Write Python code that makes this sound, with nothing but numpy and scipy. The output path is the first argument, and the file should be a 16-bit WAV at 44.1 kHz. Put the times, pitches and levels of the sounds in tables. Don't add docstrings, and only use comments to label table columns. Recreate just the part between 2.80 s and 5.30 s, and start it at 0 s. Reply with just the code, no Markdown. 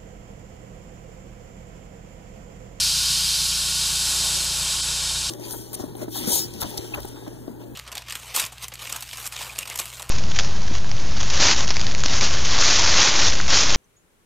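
import sys
import numpy as np
from scipy import signal
from scipy.fft import rfft, irfft
from scipy.io import wavfile
from scipy.ndimage import uniform_filter1d

SR = 44100
rng = np.random.default_rng(int(sys.argv[2]) if len(sys.argv) > 2 else 0)


def natural_amplitude(level_db):
    exponent = np.asarray(level_db, float) / 20
    return 10 ** exponent


def transcribe(signal):
    frames = np.atleast_2d(signal).T
    limited = np.clip(frames, -1, 1)
    pcm = np.round(limited * 32767).astype(np.int16)
    wavfile.write(sys.argv[1], SR, pcm)


N = 110250

# start_s, front_level_db, rear_level_db
VALVE_FLOW = [(0, -22.5, -32), (.3, -23, -29.5), (.6, -24, -29.5), (.9, -26.5, -27.5), (1.15, -27, -26.5),
              (1.35, -27.5, -24.5), (1.5, -30, -24.5), (1.7, -28.5, -26), (2.0, -34, -25.5),
              (2.25, -31, -26.5), (2.5, -30.5, -28)]
# pitch_hz, level_db (per Hz)
FRONT_JET = [(250, -34), (900, -21), (2050, -15), (3300, -4), (4600, 0), (7000, -5.5), (10500, -10),
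             (14200, -20)]
# pitch_hz, level_db (per Hz)
REAR_JET = [(250, -18), (900, -11.5), (2050, -10.5), (3600, -0.5), (5500, -1.5), (8000, -3), (10800, -8),
            (14200, -18.5)]
# start_s, level_db
FLOOR_RUSH = [
    (0, -55.5),
    (.7, -58),
    (1.2, -60),
    (1.3, -47.5),
    (1.55, -45.5),
    (1.75, -48),
    (2.5, -50),
]
# pitch_hz, width_hz, level_db
REAR_VALVE = [(7300, 90, 4), (7750, 200, 9), (8100, 150, -3), (370, 60, 4), (900, 120, 3), (10810, 120, 2),
              (9050, 150, 2), (4900, 500, -2)]
# pitch_hz, width_hz, level_db
TRIM_AND_HOSES = [(500, 120, -4), (720, 50, -7), (1025, 25, -5), (1090, 80, 6), (1210, 60, -6), (1470, 65, 7),
                  (1570, 35, -7), (1650, 60, 4), (1780, 60, -5), (2060, 300, -6), (2310, 60, 3), (2400, 60, -3),
                  (2590, 50, 4),
                  (3195, 70, 6), (3310, 90, -4), (3480, 60, -9), (3620, 65, 7), (3750, 55, -8), (3880, 70, 5),
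            (3980, 40, -4), (4040, 40, 4), (4110, 60, -3), (4215, 60, 6), (4300, 50, -4), (4375, 70, 2),
            (4530, 120, -3), (4725, 130, 4),
                  (5100, 110, 3), (5400, 150, 2), (5800, 120, -4), (6050, 60, -4), (6300, 200, 2), (7020, 80, -3),
         (9150, 250, 3), (9800, 70, 2), (10100, 70, 3), (10600, 100, -4), (10810, 130, 4), (11500, 200, -3),
         (13100, 300, -3), (13800, 150, 4)]
# start_s, rate_hz (firings)
IDLE_SPEED = [(0.0, 29.5), (0.08, 29.0), (0.21, 29.0), (0.82, 29.3), (1.41, 29.0), (1.68, 29.3),
              (2.21, 29.3), (2.5, 29.8)]
# multiple (of the firing rate), level_db
FIRING_OVERTONES = [(1, -13.5), (2, -0.5), (3, -10), (4, -11.5), (5, -7), (6, -12), (7, -35.5), (8, -32.5),
                    (9, -26), (10, -27.5)]
# start_s (centre), length_s, level_db
WEAK_FIRINGS = [
    (.553, .02, -16),
    (1.928, .022, -9),
    (2.2, .03, -4),
    (.82, .03, -3),
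]
# pitch_hz, level_db (per Hz)
RUMBLE = [(15, -21), (40, 1), (70, 1.5), (130, -1), (180, 8), (215, -12.5), (400, -36)]
# start_s (centre), pitch_hz, width_hz, level_db
SIDE_PATCHES = [(.63, 11000, 1600, -41), (.792, 6950, 1500, -33), (1.558, 5250, 2300, -31),
                (1.558, 9350, 2300, -33), (1.79, 9000, 1600, -37)]
# pitch_hz, width_hz
THIN_BANDS = [(800, 1000), (2200, 1300), (6350, 250), (8150, 250), (10200, 900), (12900, 2900)]

RUSH_HZ, RUSH_WIDTH_HZ = 650, 900
SWELL_DB, FLICKER_DB = .4, .5
DULL_FROM_S, DULL_DB_PER_S, DULL_ABOVE_HZ = 1.34, -5, 10700
CABIN_T60_S, CABIN_DB = .05, -20
FIRING_DB, FIRING_WOBBLE, RUMBLE_DB = -39.5, .057, -50.5
FIRING_LAG_S, BOOM_LAG_RAD = .0055, 2.1
CYLINDERS, LOPE_DB, LOPE_START_CYCLES, FIRST_FIRING_CYCLES = 4, 1.6, .21, .2
THIN_S, THIN_LENGTH_S, THIN_DB = 2.019, .008, -22
PATCH_S, TOP_HZ = .016, 14260

TIME_S = np.arange(N) / SR


def level(x, db):
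    return x * natural_amplitude(db) / np.sqrt(np.mean(x ** 2))


def curve(table, axis=1):
    table = np.array(table)
    return np.interp(TIME_S, table[:, 0], table[:, axis])


def shape(x, gain):
    return irfft(rfft(x) * gain(np.arange(N // 2 + 1) * SR / N + 1), N)


def colour(table):
    hz, db = np.transpose(table)
    return lambda f: natural_amplitude(np.interp(np.log(f), np.log(hz), db))


def ringing(table):
    return lambda f: natural_amplitude(sum(db / (1 + (2 * (f - hz) / width) ** 2) for hz, width, db in table))


def band(x, hz, width):
    return shape(x, lambda f: 1 / (1 + (2 * (f - hz) / width) ** 40))


def bump(at, length):
    return np.exp(-((TIME_S - at) / length) ** 2)


def walk(rate):
    hold = int(SR / rate)
    steps = np.repeat(rng.standard_normal(N // hold + 1), hold)
    return 1.15 * uniform_filter1d(uniform_filter1d(steps, hold), hold)[:N]


def jet(table, db):
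    steady = level(shape(rng.standard_normal(N), colour(table)), 0)
    swell = SWELL_DB * walk(12.05)
    hiss = 0
    for octave in range(7, 15):
        part = shape(steady, lambda f: np.clip(1 - abs(np.log2(f) - octave), 0, 1))
        hiss = hiss + natural_amplitude(swell + FLICKER_DB * walk(16)) * part
    top = shape(hiss, lambda f: 1 / (1 + (DULL_ABOVE_HZ / f) ** 6))
    dulling = natural_amplitude(DULL_DB_PER_S * np.clip(TIME_S - DULL_FROM_S, 0, None))
    return natural_amplitude(db) * (hiss + top * (dulling - 1))


def floor_rush():
    def gain(f):
        hump = 1 / (1 + ((f - RUSH_HZ) / RUSH_WIDTH_HZ) ** 2 * 4)
        return hump / (1 + (250 / f) ** 4)
    return level(shape(rng.standard_normal(N), gain), 0) * natural_amplitude(curve(FLOOR_RUSH))


def cabin(air):
    t = np.arange(SR // 8) / SR
    ring = rng.standard_normal(len(t)) * natural_amplitude(-60 * t / CABIN_T60_S)
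    ring = ring / np.sqrt(np.sum(ring ** 2))
    return air + natural_amplitude(CABIN_DB) * signal.fftconvolve(air, ring)[:N]


def vents():
    front = jet(FRONT_JET, curve(VALVE_FLOW, axis=1))
    rear = shape(jet(REAR_JET, curve(VALVE_FLOW, axis=2)), ringing(REAR_VALVE))
    return cabin(shape(front + rear + floor_rush(), ringing(TRIM_AND_HOSES)))


def engine():
    rate = curve(IDLE_SPEED)
    turn = 2 * np.pi * (np.cumsum(rate) / SR - FIRST_FIRING_CYCLES)
    uneven = LOPE_DB * np.cos(turn / CYLINDERS - 2 * np.pi * LOPE_START_CYCLES)
    uneven = uneven + sum(db * bump(at, length) for at, length, db in WEAK_FIRINGS)
    hum = 0
    for k, db in FIRING_OVERTONES:
        share = np.clip((k - 1) / 2, .15, 1) ** 2
        wobble = 1 + FIRING_WOBBLE * (.5 + share) * (walk(28.75) + 1j * walk(28.6))
        lag = np.pi * k * k * FIRING_LAG_S * np.mean(rate)
        lag = lag + BOOM_LAG_RAD * (k <= 2)
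        hum = hum - natural_amplitude(db + uneven * share) * np.real(wobble * np.exp(1j * (k * turn - lag)))
    return level(hum, FIRING_DB)


def rumble():
    return level(shape(rng.standard_normal(N), colour(RUMBLE + [(2000, -85)])), RUMBLE_DB)


def scene():
    return np.tile(vents() + engine() + rumble(), (2, 1))


def low_pass(x):
    return signal.sosfilt(signal.butter(12, 14730, fs=SR, output="sos"), x)


def record(dry):
    weak = sum(band(dry[0], hz, width) for hz, width in THIN_BANDS)
    mid = dry[0] - (1 - natural_amplitude(THIN_DB)) * bump(THIN_S, THIN_LENGTH_S) * weak
    mid = shape(mid, lambda f: f < TOP_HZ)
    side = 0
    for at, hz, width, db in SIDE_PATCHES:
        gate = np.exp(-((TIME_S - at) / PATCH_S) ** 4)
        side = side + gate * level(band(rng.standard_normal(N), hz, width), db)
    return low_pass(np.array([mid + side, mid - side]))


dry = scene()
out = record(dry)
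transcribe(out)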